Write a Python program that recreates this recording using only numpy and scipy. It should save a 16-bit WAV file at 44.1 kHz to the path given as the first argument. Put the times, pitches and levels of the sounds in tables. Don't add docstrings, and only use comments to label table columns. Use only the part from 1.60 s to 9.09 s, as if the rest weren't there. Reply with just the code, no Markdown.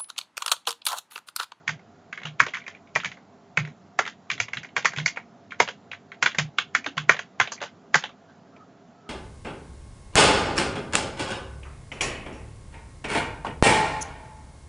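import sys
import numpy as np
from scipy import signal
from scipy.fft import rfft, irfft, next_fast_len
from scipy.io import wavfile
from scipy.ndimage import uniform_filter1d

SR = 44100
rng = np.random.default_rng(int(sys.argv[2]) if len(sys.argv) > 2 else 0)


def amplitude_ratio(level_db):
    exponent = np.asarray(level_db, float) / 20
    return 10 ** exponent


def digitize_waveform(pressure):
    field = np.atleast_2d(pressure).T
    bounded = np.clip(field, -1, 1)
    quanta = np.round(bounded * 32767).astype(np.int16)
    wavfile.write(sys.argv[1], SR, quanta)


N = 330333


def unit(x):
    return x / np.sqrt(np.mean(x ** 2) + 1e-20)


def along(points, hz):
    point_hz, value = np.transpose(points)
    return np.interp(np.log(hz + 1), np.log(point_hz + 1), value)


def filtered(x, response):
    size = next_fast_len(x.shape[-1] + 8192)
    spectrum = rfft(x, size) * response(np.fft.rfftfreq(size, 1 / SR))
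    return irfft(spectrum, size)[..., :x.shape[-1]]


def body(modes):
    def response(f):
        total = 0
        for k, (centre, width, db) in enumerate(modes):
            resonance = 1j * f * width / (centre * centre - f * f + 1j * f * width)
            total = total + (-1) ** k * amplitude_ratio(db) * resonance
        return total
    return response


def add(track, s, sound):
    track[round(s * SR):][:len(sound)] += sound


def fan():
    # (frequency [Hz], relative density [dB per Hz])
    air_spectrum = [(24, -48.5), (40, -8), (69, -22), (86, -13.5), (155, -1.5), (189, 0), (372, -11.5),
                    (406, -8), (540, -9.5), (718, -8), (913, -14), (1410, -16), (2390, -26), (7450, -32),
                    (9680, -66.5), (16400, -120)]
    # (frequency [Hz], width [Hz], relative level [dB])
    housing = [(400.4, 3.6, 9.5), (688.6, 15, 6.5), (1410, 47, -11), (250, 65, -3)]
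    level_db = -53
    z = signal.stft(rng.standard_normal(N), nperseg=512)[2]
    field = uniform_filter1d(rng.standard_normal(z.shape), size=4, axis=0)
    field = uniform_filter1d(field, size=10, axis=1)
    air = signal.istft(z * amplitude_ratio(1.3 * unit(field)), nperseg=512)[1][:N]
    hum = filtered(air, lambda f: amplitude_ratio(along(air_spectrum, f)) * (1 + np.abs(body(housing)(f))))
    return amplitude_ratio(level_db) * unit(hum)


def rumble():
    # (time [s], level [dB])
    course = [(0, -63), (2.399, -68.5), (3.5, -65), (4.801, -64), (6.5, -70), (7.49, -69)]
    s, db = np.transpose(course)
    low = filtered(rng.standard_normal(N), lambda f: body([(97, 26, 0)])(f) ** 3)
    return amplitude_ratio(np.interp(np.arange(N) / SR, s, db)) * unit(low)


def contacts():
    # (time [s], clack level [dB], case knock relative to clack [dB],
    # brightness relative to clack [dB], cap pitch [Hz])
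    typed = [(0.0766, -13.5, -27, -12.5, 1870), (0.0903, -17, -10.5, -14.5, 1670),
             (0.192, -48, 4, -27, 2020), (0.5263, -22.5, -28, -16, 1800), (0.5745, -25.5, -22, -20.5, 1830),
             (0.616, -36, -6.5, -17, 2000), (0.6318, -31, -10, -12, 1990), (0.652, -27.5, -3.5, -5, 1580),
             (0.6686, -33, -9, -8, 1620), (0.682, -44.5, -10, -8, 1900), (0.7955, -21.5, -29.5, -7.5, 1860),
             (0.8008, -0.5, -22, -25, 1830), (0.8637, -22.5, 1, -11.5, 1710), (0.8821, -34, 3, -6.5, 1880),
             (0.9355, -19.5, -31, -21, 2020), (0.944, -24.5, -30, -10, 1810),
             (0.9507, -22.5, -26, -24, 1780), (0.969, -25, -29, -14.5, 1680), (1.015, -35, -23, -28, 2320),
             (1.064, -28, -15.5, -23, 2440), (1.078, -27, -7.5, -12.5, 1820), (1.1396, -50, 3, -16.5, 2320),
             (1.1483, -37, -9.5, -23, 2350), (1.271, -49.5, -9.5, -17, 2230), (1.352, -21, -23, -6.5, 2150),
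             (1.3583, -8.5, -6.5, -19.5, 1930), (1.4, -27.5, -18, -10.5, 1780),
             (1.433, -27, -22, -21, 1490), (1.445, -19, -14, -10.5, 1840), (1.456, -19.5, -15, -13.5, 1980),
             (1.5153, -32, -28, -11, 2030), (1.5699, -42.5, 0, -31, 2000), (1.9723, -7, -13.5, -20.5, 2340),
             (1.9967, -31, -11, -13, 1870), (2.0488, -30.5, -17.5, -16, 1810),
             (2.0731, -35.5, -10, -16, 1876), (2.3888, -8.5, -1, -15, 1600), (2.451, -27, -10, -15, 2230),
             (2.4619, -25.5, -8.5, -12.5, 1480), (2.4748, -25, -5.5, -9, 1820),
             (2.7002, -14, -28.5, -14.5, 2150), (2.713, -21.5, -22, -4.5, 2090),
             (2.7772, -32, -6, -13.5, 1920), (2.8, -11.5, -14.5, -10, 2100), (2.882, -30, -5.5, -16, 2240),
             (2.9324, -18, -20, -15, 2040), (2.969, -22.5, -28, -10.5, 1920), (3.0305, -31, -23, -14, 1870),
             (3.0448, -30, -13, -18, 1970), (3.164, -10.5, -10.5, -14.5, 1910),
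             (3.1763, -20.5, -2, -9.5, 1590), (3.2233, -37.5, -10.5, -5, 1940), (3.246, -19, 4, -7, 2110),
             (3.2542, -5, -32.5, -16, 1960), (3.3196, -31.5, -14, -20, 2050), (3.333, -27.5, -4, -16, 1640),
             (3.3607, -27, -8, -9.5, 2190), (3.3718, -27, -18, -7, 1930), (3.383, -21, -8, -7, 1600),
             (3.398, -24, -28, -17, 2050), (3.4591, -8, -21.5, -16, 2220), (3.4772, -21.5, -18, -9, 2200),
             (3.56, -33, -9, -15, 2670), (3.5707, -19.5, -6.5, -37, 1930),
             (3.906, -35.5, -17.5, -12.5, 2390), (3.9192, -25, -27.5, -23, 1700), (4, -4.5, 0, -13, 1930),
             (4.0754, -26.5, -1, -9.5, 1590), (4.0857, -23.5, -1, -9, 1660), (4.314, -27, -9.5, -13, 2630),
             (4.331, -27, -20.5, -20.5, 1942), (4.5173, -29, -22, -20.5, 1910),
             (4.6249, -6.5, -15, -12.5, 1720), (4.636, -28, -6, -4.5, 1555), (4.659, -6, -16, -15, 1670),
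             (4.6713, -18.5, -7.5, -10.5, 2170), (4.7155, -35, -18, -7.5, 1900),
             (4.746, -24, -9.5, -17.5, 1780), (4.784, -12, -10, -6, 2080), (4.7932, -17, -2, -14.5, 1820),
             (4.9838, -10, -15.5, -10, 1600), (5.1489, -5.5, -21.5, -16.5, 1920),
             (5.2423, -27, -13, -17.5, 2420), (5.2613, -18.5, -5, -11, 1490),
             (5.3684, -32, 2.5, -5.5, 2050), (5.377, -14.5, -20.5, -10.5, 1360),
             (5.395, -40, -5.5, -8, 1620), (5.493, 1, -9.5, -19, 1590), (5.5414, -25.5, -1.5, -18, 1850),
             (5.565, -28, -5, -12, 1840), (5.59, -19.5, -8.5, -12, 1720), (5.7988, -6.5, -5, -15.5, 1780),
             (5.8104, -10, -22, -14.5, 1610), (5.8517, -30.5, -7, -14, 1810),
             (5.8726, -29.5, -0.5, -8.5, 2210), (5.9187, -26, 1, -5, 1410), (5.977, -37, -17, -25.5, 2120),
             (6.0028, -35.5, -7, -15, 1660), (6.0142, -27, 4.5, -9, 1450),
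             (6.0241, -25.5, -1.5, -9.5, 1520), (6.034, -30.5, 7.5, -4, 1700),
             (6.0595, -38, -12, -15, 1490), (6.3423, -3, -7, -15, 1710), (6.3532, -9.5, -9, -11, 1580),
             (6.3944, -41, -10.5, -6.5, 1790), (6.4229, -35, -4.5, -11, 1715),
             (6.4366, -26.5, 1, -7.5, 1770), (6.4555, -35.5, -1, -11.5, 1863), (6.491, -43.5, 4, -10, 1230),
             (6.695, -51.5, 2, -24.5, 1478), (6.9627, -48, 4, -19, 2500)]
    settle_s, settle_spread = 0.025, 0.4
    settle_db, settle_follows = -38, 0.27
    settle_knock_db, settle_bright_db = -8, -15
    settle_hz, settle_hz_spread = 2000, 0.1
    rim_db, stem_db = 1.5, -0.5
    stem_falls = 0.12
    s, db, knock_db, bright_db, cap_hz = np.transpose(typed)
    late, size, pitch, tone, tick_tone = rng.standard_normal((len(s), 5)).T
    same = np.ones(len(s))
    s = np.r_[s, s + settle_s * np.exp(settle_spread * late)]
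    tick_db = settle_db + settle_follows * db + 2.5 * size
    tick_db += np.minimum(db - settle_db, 0)
    db = np.r_[db, tick_db]
    knock_db = np.r_[knock_db, settle_knock_db * same]
    bright_db = np.r_[bright_db, settle_bright_db * same]
    cap_hz = np.r_[cap_hz, settle_hz * np.exp(settle_hz_spread * pitch)]
    tilt_db = -stem_falls * db + 2.5 * np.r_[tone, tick_tone]
    return zip(s, db, knock_db, bright_db + rim_db + tilt_db, bright_db + stem_db - tilt_db, cap_hz)


def keys():
    # (frequency [Hz], width [Hz], level [dB])
    case_modes = [(442, 160, 1), (886, 430, 3)]
    # (frequency [Hz], width [Hz], level [dB])
    plate_modes = [(1068, 190, -0.5), (1450, 160, 2.5), (1554, 194, 3.5), (1877, 594, 0), (2150, 376, 3),
                   (2477, 400, -5.5)]
    # (frequency [Hz], width [Hz], level [dB]), each for one pass
    rim_modes = [(2715, 690, 3), (3377, 570, 5), (3900, 670, 1)]
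    # (frequency [Hz], width [Hz], level [dB]), each for one pass
    stem_modes = [(4650, 1300, 0.5), (6440, 980, 4), (7340, 1200, -0.5)]
    lead = SR // 70
    out = np.zeros(N + SR)
    t = (np.arange(SR // 6) - lead) / SR
    after = np.maximum(t, 0)
    grid = np.fft.rfftfreq(len(t), 1 / SR)
    plate, case = body(plate_modes)(grid), body(case_modes)(grid)
    rim, stem = body(rim_modes)(grid) ** 2, body(stem_modes)(grid) ** 2

    def coloured(x, colour):
        return irfft(rfft(x) * colour, len(t))

    def matched(ring, source):
        return ring * np.linalg.norm(source) / np.linalg.norm(ring)

    slow = (1 - np.exp(-after / 0.003)) * amplitude_ratio(-60 * after / 0.043)
    lead_in = amplitude_ratio(-38 + 60 * t / 0.03) * (t < 0)
    for s, db, knock_db, rim_db, stem_db, cap_hz in contacts():
        noise = rng.standard_normal((6, len(t)))
        gentle = np.clip(-db / 40, 0, 1)
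        blow = 1 - np.exp(-after / (0.00057 + 0.001 * gentle))
        blow *= amplitude_ratio(-60 * after / (0.025 + 0.012 * gentle))
        cap = plate * body([(cap_hz, 900 - 620 * gentle, 0)])(grid)
        chatter = noise[0] * blow
        chatter[lead + 10] += 0.74 * np.linalg.norm(blow)
        clack = matched(coloured(chatter, cap), blow)

        loose = unit(coloured(noise[1], cap))
        edge = unit(coloured(noise[2], rim))
        tick = unit(coloured(noise[3], stem))
        knock = unit(coloured(noise[4], case))
        lumps = amplitude_ratio(3.15 * unit(uniform_filter1d(noise[5], size=90)))
        rattle_decay = amplitude_ratio(-22.5 - 60 * after / 0.19 - (after / 0.021) ** 2)
        rattle = rattle_decay * lumps * (1 - np.exp(-after / 0.0056)) + lead_in

        snap = blow * amplitude_ratio(2 - 60 * after / 0.03)
        rim_ring = matched(coloured(noise[2] * snap, rim), snap)
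        stem_ring = matched(coloured(noise[3] * snap, stem), snap)
        rim_part = amplitude_ratio(rim_db) * (amplitude_ratio(4.6 * gentle) * rim_ring + 2.7 * edge * rattle)
        stem_part = amplitude_ratio(stem_db) * (stem_ring + 4.0 * tick * rattle)
        case_part = amplitude_ratio(knock_db - 2) * knock * (slow + rattle)
        sound = clack + loose * rattle + rim_part + stem_part + case_part
        add(out, s - lead / SR, amplitude_ratio(db) * sound)
    return out[:N]


def room(x):
    # (frequency [Hz], T60 [s])
    decay = [(300, 0.073), (1400, 0.13), (4000, 0.18), (7500, 0.056)]
    out, hop = np.zeros(N + SR), SR // 4
    for start in range(0, N, hop):
        hz, t, z = signal.stft(rng.standard_normal(SR // 3), SR, nperseg=256)
        tail = signal.istft(z * amplitude_ratio(-60 * t / along(decay, hz)[:, None]), SR, nperseg=256)[1]
        wet = signal.fftconvolve(x[start:start + hop], tail / np.linalg.norm(tail))
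        add(out, start / SR + 0.0057, wet)
    return out[:N]


def desk():
    # (time [s], relative level [dB], boom pitch [Hz])
    thumps = [(0.086, -41, 162), (0.82, -18.5, 124), (1.365, -26.5, 173), (1.456, -37.5, 147),
              (2.398, -42, 160), (2.728, -36, 151), (2.809, -32, 116), (2.97, -34.5, 148),
              (3.173, -40, 155), (3.257, -37.5, 156), (4.016, -31.5, 165), (4.628, -27, 146),
              (4.987, -41.5, 138), (5.177, -39.5, 245), (5.277, -30.5, 270), (5.505, -32, 154),
              (5.81, -29.5, 148), (6.027, -50.5, 250), (6.361, -24.5, 151)]
    # (frequency [Hz], width [Hz], level [dB]), each for one pass
    top_modes = [(119, 120, -6), (167, 58, -11), (250, 320, -14)]
    out, t = np.zeros(N + SR), np.arange(SR // 4) / SR
    for s, db, boom_hz in thumps:
        t60 = 0.16 * np.exp(-0.044 * (db + 30))
        spot = [(boom_hz, 45, 0)]
        boom = filtered(rng.standard_normal(len(t)), lambda f: (body(top_modes)(f) + body(spot)(f)) ** 2)
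        swell = 1 - np.exp(-t / 0.015)
        add(out, s - 0.012, amplitude_ratio(db - 60 * t / t60) * swell * unit(boom))
    return out[:N]


def space_bar():
    # (time [s], relative level [dB], time held [s])
    presses = [(0.095, -30, 0.077), (0.655, -29.5, 0.11), (1.983, -20, 0.14), (3.38, -22.5, 0.1),
               (4.788, -20.5, 0.11), (5.376, -27, 0.23)]
    # (frequency [Hz], relative level [dB], T60 [s])
    bar_modes = [(151, 3, 0.4), (124, -8.5, 0.38), (169, -8.5, 0.13), (208, -10.5, 0.064)]
    out, t = np.zeros(N + SR), np.arange(SR // 4) / SR
    for s, db, held in presses:
        waver = 0.5 * unit(uniform_filter1d(rng.standard_normal(len(t)), size=700))
        hum = 0
        for hz, mode_db, t60 in bar_modes:
            hum = hum + amplitude_ratio(mode_db - 60 * t / t60) * np.sin(2 * np.pi * hz * t + waver)
        damper = amplitude_ratio(-60 * np.maximum(t - held, 0) / 0.04)
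        add(out, s - 0.006, amplitude_ratio(db - 4) * (1 - np.exp(-t / 0.0081)) * damper * hum)
    return out[:N]


def squeaks():
    # (start [s], length [s], first pitch [Hz], last pitch [Hz], relative level [dB])
    glides = [(6.68, 0.036, 1530, 1577, -61), (6.924, 0.083, 1344, 1285, -62),
              (6.999, 0.043, 1250, 1274, -53), (7.356, 0.1, 1303, 1322, -64),
              (7.451, 0.081, 1310, 1250, -55.5)]
    out = np.zeros(N + SR)
    for s, length, from_hz, to_hz, db in glides:
        u = np.linspace(0, 1, round(length * SR))
        rough = 0.73 * unit(uniform_filter1d(rng.standard_normal(SR // 4), size=400))[:len(u)]
        phase = 2 * np.pi * np.cumsum(from_hz + (to_hz - from_hz) * u) / SR
        swell = np.sqrt(np.sin(np.pi * u).clip(0))
        add(out, s, amplitude_ratio(db + 4.5) * swell * np.sin(phase + rough))
    return out[:N]


def scene():
    typing = keys()
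    mono = fan() + rumble() + typing + amplitude_ratio(-14) * room(typing) + desk() + space_bar() + squeaks()
    return np.array([mono, mono])


def roll_off(x):
    return signal.sosfilt(signal.butter(12, 7870, fs=SR, output="sos"), x)


def record(dry):
    # (frequency [Hz], level difference [dB])
    left_over_right = [(2000, -1.45), (3500, -1), (5500, -.1)]
    top_hz = 7490
    thin = filtered(dry, lambda f: 0.47 + 0.54 / (1 + (f / 88 + 1e-9) ** -12))

    def dulling(f):
        balance = amplitude_ratio([[0.5], [-0.5]] * along(left_over_right, f))
        return balance / (1 + (f / top_hz) ** 400)

    dull = filtered(thin, dulling)
    return roll_off(np.clip(dull, -1, 1))


dry = scene()
out = record(dry)
digitize_waveform(out)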